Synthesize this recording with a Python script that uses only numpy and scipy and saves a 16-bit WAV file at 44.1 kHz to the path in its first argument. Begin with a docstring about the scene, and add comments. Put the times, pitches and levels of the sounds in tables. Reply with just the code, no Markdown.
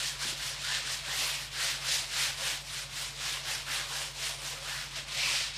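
"""In a quiet wooden studio, a pad of folded paper is wiped to and fro over a stretched canvas.
Paper fibres catch on the threads: a dense patter of random clicks, coloured by pad, cloth and weave.
Soft knocks ring the wooden stretcher as decaying sines, and a noise tail gives the room's reverberation.
Mains hum and a small motor (steady lines over a rumble) and room air (coloured noise) lie underneath.
Both channels carry the same signal."""
import sys
import numpy as np
from scipy import signal
from scipy.io import wavfile

SR = 44100
rng = np.random.default_rng(int(sys.argv[2]) if len(sys.argv) > 2 else 0)


def put_to_file(sound):
    """Save the sound as 16-bit audio at rate SR, in the file named by the first command-line argument."""
    columns = np.atleast_2d(sound).T  # one column per channel
    safe = np.clip(columns, -1, 1)
    whole_steps = np.round(safe * 32767)
    wavfile.write(sys.argv[1], SR, whole_steps.astype(np.int16))


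N = 245785


def from_db(db):
    """Decibels to gain."""
    return 10 ** (np.asarray(db) / 20)


def rms_one(x):
    """Scale to unit rms."""
    return x / np.sqrt(np.mean(x ** 2) + 1e-20)


def drift(rate_hz):
    """Slow chance: noise at every 40th sample through a double one-pole low-pass; spread 1."""
    step = 40
    settle = 2000  # leading values dropped while the filter settles
    pole = np.exp(-2 * np.pi * rate_hz * step / SR)
    noise = rng.standard_normal(N // step + settle + 2)
    slow = signal.lfilter([1], [1, -2 * pole, pole * pole], noise)[settle:]
    return np.interp(np.arange(N) / step, np.arange(len(slow)), rms_one(slow))


def ring(x, hz, t60_s):
    """Resonance: a unit click sets off a decaying sine that starts at height 1."""
    radius = from_db(-60 / (t60_s * SR))
    angle = 2 * np.pi * hz / SR
    feedback = [1, -2 * radius * np.cos(angle), radius * radius]
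    return signal.lfilter([0, np.sin(angle)], feedback, x + 1e-18)


def coloured(sources, spectrum, patchy_db, tilt_db=0):
    """Third-octave bands, each with its level, tilt about the middle band and own flicker; rms 1."""
    hz, level_db = np.transpose(spectrum)
    edges = hz[0] * 2 ** np.arange(0, np.log2(hz[-1] / hz[0]), 1 / 3)
    out = 0
    for k, (low, high) in enumerate(zip(edges, edges[1:])):
        band_pass = signal.butter(2, [low, high], "band", fs=SR, output="sos")
        band = signal.sosfilt(band_pass, sources[k % 2])  # neighbours take unrelated sources
        centre = np.sqrt(low * high)
        octaves = np.log2(centre / np.sqrt(hz[0] * hz[-1]))
        gain_db = np.interp(np.log(centre), np.log(hz), level_db) + tilt_db * octaves
        out = out + from_db(gain_db + patchy_db * drift(13.3)) * band
    return rms_one(out)


def strokes():
    """Speed swings from 0 at each turn to 1 mid-stroke; levels, colour and weave pitch follow it."""
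    # one row a stroke: (turn before it [s], fastest moment [s], swish at the turn [dB],
    # swish at full speed [dB], peakedness of the swing [exponent], canvas share [dB],
    # fibre hiss share [dB], swish tilt [dB per octave], threads crossed at full speed [Hz],
    # weave share [dB], extra weave while gathering speed and less while slowing [dB]);
    # shares, tilt and thread rate are those at full speed
    stroke_table = [(-0.03, 0.075, -35.5, -36.0, 2.8, -15.5, -5.0, 4.5, 1930.0, -8.5, 2.0),
                    (0.181, 0.28, -43, -33.5, 0.76, -15.0, -7.5, 2.0, 1950, -13, 2.0),
                    (0.343, 0.47, -40.0, -36.0, 2.1, -15.0, -4.0, 1.5, 1920.0, -11.0, 2.0),
                    (0.591, 0.743, -42.5, -32.5, 0.83, -15.0, -12.0, 2.5, 1884.0, -7.5, 1.5),
                    (0.813, 0.923, -39, -36, 1.5, -14.0, -7.0, 3.5, 1880.0, -11, 2.0),
                    (1.027, 1.23, -43.0, -32.0, 0.71, -14, -6.0, 0.5, 2200.0, -12.0, 7.0),
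                    (1.501, 1.649, -47.5, -30.5, 0.93, -14.0, -7.5, 1.0, 1953, -12, 2.25),
                    (1.791, 1.946, -41, -31, 1.52, -14.5, -4.5, 5, 1940, -10, 2.0),
                    (2.074, 2.228, -42, -29.0, 1.25, -16.0, -7.0, 0.5, 1940.0, -16, 2.0),
                    (2.362, 2.476, -42.0, -33, 0.99, -13.0, -5.0, 2.0, 1900, -13, 1.7),
                    (2.627, 2.776, -47.5, -39, 0.99, -14.5, -5.5, 2, 1620, -18.0, 2.0),
                    (2.884, 3.01, -48.0, -36.5, 1.15, -12.5, -5.0, 1.5, 1610.0, -28, 2.0),
                    (3.146, 3.288, -45, -34.0, 1.16, -14.0, -7, 1.5, 1800.0, -23, 2.0),
                    (3.428, 3.517, -42.5, -33.5, 1.2, -12.0, -7.0, 1, 1870.0, -14, 2.0),
                    (3.65, 3.74, -45.0, -32.5, 0.83, -13.5, -7, -2, 1970, -10.5, 1.7),
                    (3.866, 3.985, -41.5, -36.0, 0.83, -10.5, -5, 2.0, 1790, -16, 6.6),
                    (4.133, 4.254, -47.5, -34.6, 1.16, -13.5, -7.0, 2.5, 1740, -25.0, 2.0),
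                    (4.375, 4.475, -43.5, -38, 2.5, -10.0, -4.5, 3.0, 1600.0, -25.0, 2.0),
                    (4.609, 4.753, -43.5, -36.5, 0.74, -13.5, -8.5, -1.0, 1800.0, -12.0, 4.0),
                    (4.895, 4.962, -46.0, -35.5, 1.6, -12.0, -9.5, 1.0, 1500.0, -23, 2.0),
                    (5.064, 5.325, -47.5, -31, 0.52, -15, -8.5, 2.0, 2780, -16, 8.9),
                    (5.532, 5.624, -47, -38, 0.29, -19.5, -18, 3, 2120.0, -23, 2.0)]
    last_stroke_s = 0.3
    turn_canvas_db, turn_fibre_db, turn_weave_db = 3.5, -2.5, -10.5  # change of the shares at a turn
    turn_tilt_db = 1.0  # per octave, at a turn
    turn_weave_share = 0.62  # weave pitch at a turn as a share of full speed
    landing_s, lift_s, lift_db = 4.957, 0.046, -7  # the pad eases off just before it lands again

    (turn_s, fast_s, turn_db, fast_db, peaked, canvas_db, fibre_db,
     tilt_db, weave_hz, weave_db, push_db) = np.transpose(stroke_table)
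    last = len(turn_s) - 1
    t = np.arange(N) / SR

    # swing is whole at each turn and half-way between at the fastest moment
    knots = np.append(np.ravel([turn_s, fast_s], "F"), turn_s[-1] + last_stroke_s)
    swing = np.interp(t, knots, np.arange(len(knots)) / 2)
    stroke = np.minimum(swing.astype(int), last)
    speed = np.abs(np.sin(np.pi * swing))
    slow = 1 - speed ** peaked[stroke]

    nearest_turn_db = turn_db[np.minimum(np.round(swing).astype(int), last)]
    swish_db = fast_db[stroke] + (nearest_turn_db - fast_db[stroke]) * slow
    swish_db += lift_db * np.clip(1 - (landing_s - t) / lift_s, 0, 1) * (t < landing_s)

    canvas_now_db = np.interp(t, fast_s, canvas_db) + turn_canvas_db * slow
    fibre_now_db = np.interp(t, fast_s, fibre_db) + turn_fibre_db * slow
    tilt_now_db = (1 - slow) * tilt_db[stroke] + slow * turn_tilt_db
    weave_now_hz = weave_hz[stroke] * (speed + turn_weave_share * (1 - speed))
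    push_now_db = push_db[stroke] * np.sin(2 * np.pi * swing)
    weave_now_db = weave_db[stroke] + turn_weave_db * slow + push_now_db
    return swish_db, canvas_now_db, fibre_now_db, tilt_now_db, weave_now_hz, weave_now_db


def catches():
    """Two unrelated patters of fibres snagging on threads: random moments, sizes and signs."""
    catches_per_s, spread_db = 9000, 0.5
    sizes = from_db(spread_db * np.minimum(rng.exponential(1, (2, N)), 5))
    signs = rng.choice([-1, 1], (2, N))
    return sizes * signs * (rng.random((2, N)) < catches_per_s / SR)


def weave(patter, hz):
    """Crossing threads at speed gives a blurred pitch; the over-under pattern adds its half."""
    blur = 0.25  # bandwidth of one filter stage as a share of its pitch
    block = 128  # samples between changes of pitch
    out = np.zeros(N)
    for part, part_db in [(0.934, 6.5), (0.467, -7.5)]:  # (share of the thread rate, dB)
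        state = np.zeros((2, 2))
        for i in range(0, N, block):
            crossing = part * hz[i]
            r = np.exp(-np.pi * blur * crossing / SR)
            middle = -2 * r * np.cos(2 * np.pi * crossing / SR)
            stage = [(1 - r * r) / 2, 0, (r * r - 1) / 2, 1, middle, r * r]
            tone, state = signal.sosfilt([stage, stage], patter[i:i + block], zi=state)
            out[i:i + block] += from_db(part_db) * tone
    return rms_one(out)


def wiping():
    """One pair of patters drives cloth, pad, weave and fibres; the grip wavers for all at once."""
    # cloth drumming, pad rubbing and fibre hiss: (frequency [Hz], relative level [dB per Hz])
    canvas_spectrum = [(150, -42), (300, -8.5), (450, -14), (560, -1.5), (800, -3.5), (1100, 2.5),
                       (1500, -6), (2400, -13)]
    swish_spectrum = [(700, -21), (1200, -10.5), (1700, -4), (2400, -4), (3400, -3), (4800, -5),
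                      (6500, -14), (10000, -18)]
    fibre_spectrum = [(4000, -23.5), (6000, 0.5), (7500, -5), (9500, -4), (11000, -9), (12500, -19),
                      (14000, -17.5), (15500, -20), (19500, -26)]
    # ringing modes of the cloth: (frequency [Hz], share before its flicker [dB], t60 [s])
    cloth_modes = [(547.7, -14.5, 0.1), (669, -17, 0.13)]

    swish_db, canvas_db, fibre_db, tilt_db, weave_hz, weave_db = strokes()
    patter = catches()
    modes = 0
    for hz, share_db, t60_s in cloth_modes:
        flicker_db = 3.9 * drift(14)
        modes = modes + from_db(share_db + flicker_db) * rms_one(ring(patter[0], hz, t60_s))
    canvas = from_db(canvas_db) * (coloured(patter, canvas_spectrum, patchy_db=2.5) + modes)
    swish = coloured(patter, swish_spectrum, patchy_db=0.93, tilt_db=tilt_db)
    fibres = from_db(fibre_db) * coloured(patter, fibre_spectrum, patchy_db=1.5)
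    threads = from_db(weave_db) * weave(patter[1], weave_hz)
    grip_db = 0.58 * drift(39)
    return from_db(swish_db + grip_db) * (canvas + swish + threads + fibres)


def hum():
    """Steady lines on multiples of the motor's turning rate, over a narrow rumble of its casing."""
    # order (multiple of the turning rate): level [dB rms]; 4 and 12 fall on the mains
    hum_lines = {4: -55.5, 9: -69, 11: -56, 12: -62.5}
    # motor casing rumble: (centre [Hz], width [Hz], level [dB rms])
    casing = (134, 20, -65)
    motor_hz = 12.5
    throb_s = 0.06  # a moment at which the hum lines add up

    turn = 2 * np.pi * motor_hz * (np.arange(N) / SR - throb_s)
    lines = 0
    for order, level_db in hum_lines.items():
        lines = lines + np.sqrt(2) * from_db(level_db) * np.cos(order * turn)
    hz, width_hz, rumble_db = casing
    rumble = ring(rng.standard_normal(N), hz, np.log(1000) / (np.pi * width_hz))
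    return lines + from_db(rumble_db) * rms_one(rumble)


def room_air():
    """Room air: noise in bands that each flicker a little."""
    # (frequency [Hz], relative level [dB per Hz])
    air_spectrum = [(20, -6), (45, -1), (110, 4), (180, -3), (400, -6.5), (900, -5), (2500, -18.5),
                    (7000, -39), (15000, -47), (19500, -34)]
    air_db = -57.5  # rms
    return from_db(air_db) * coloured(rng.standard_normal((2, N)), air_spectrum, patchy_db=1.3)


def bumps():
    """Soft knocks set the wooden stretcher ringing, each mode with its own strength."""
    # the hand knocks the stretcher bar: (time [s], level before trim and chance [dB])
    knocks = [(0.253, -41), (0.288, -48), (0.325, -43)]
    # modes of the bar: (frequency [Hz], relative level [dB], t60 [s])
    bar_modes = [(203, -1, 0.12), (256, -4, 0.11), (321.5, -1, 0.13), (370, 2, 0.063)]
    trim_db = -6.5

    at = [round(time_s * SR) for time_s, _ in knocks]
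    knock_db = np.array(knocks)[:, 1]
    chance_db = rng.normal(0, 2.0, (len(knocks), len(bar_modes)))
    out = np.zeros(N)
    for (hz, level_db, t60_s), mode_chance_db in zip(bar_modes, chance_db.T):
        clicks = np.zeros(N)
        clicks[at] = from_db(knock_db + level_db + trim_db + mode_chance_db)
        out += ring(clicks, hz, t60_s)
    return out


def studio(x):
    """Diffuse reverberation: a dull noise tail that dies away."""
    t60_s, wall_cut_hz, gap_s, level_db = 0.23, 1900, 0.008, -19
    t = np.arange(SR // 2) / SR
    dull = np.exp(-2 * np.pi * wall_cut_hz / SR)
    noise = signal.lfilter([1], [1, -dull], rng.standard_normal(len(t)))
    tail = noise * from_db(-60 * t / t60_s) * (t > gap_s)
    tail = tail / np.sqrt(np.sum(tail ** 2))
    return from_db(level_db) * signal.fftconvolve(x, tail)[:N]


def scene():
    """Easel sounds with their reverberation, plus hum and room air, alike in both channels."""
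    easel = wiping() + bumps()
    mix = easel + studio(easel) + hum() + room_air()
    return np.tile(mix, (2, 1))


def record(dry):
    """A steep elliptic low-pass cuts the top."""
    cutoff_hz, ripple_db, stop_db = 15020, 0.5, 70
    low_pass = signal.ellip(14, ripple_db, stop_db, cutoff_hz, fs=SR, output="sos")
    return signal.sosfilt(low_pass, dry)


dry = scene()
out = record(dry)
put_to_file(out)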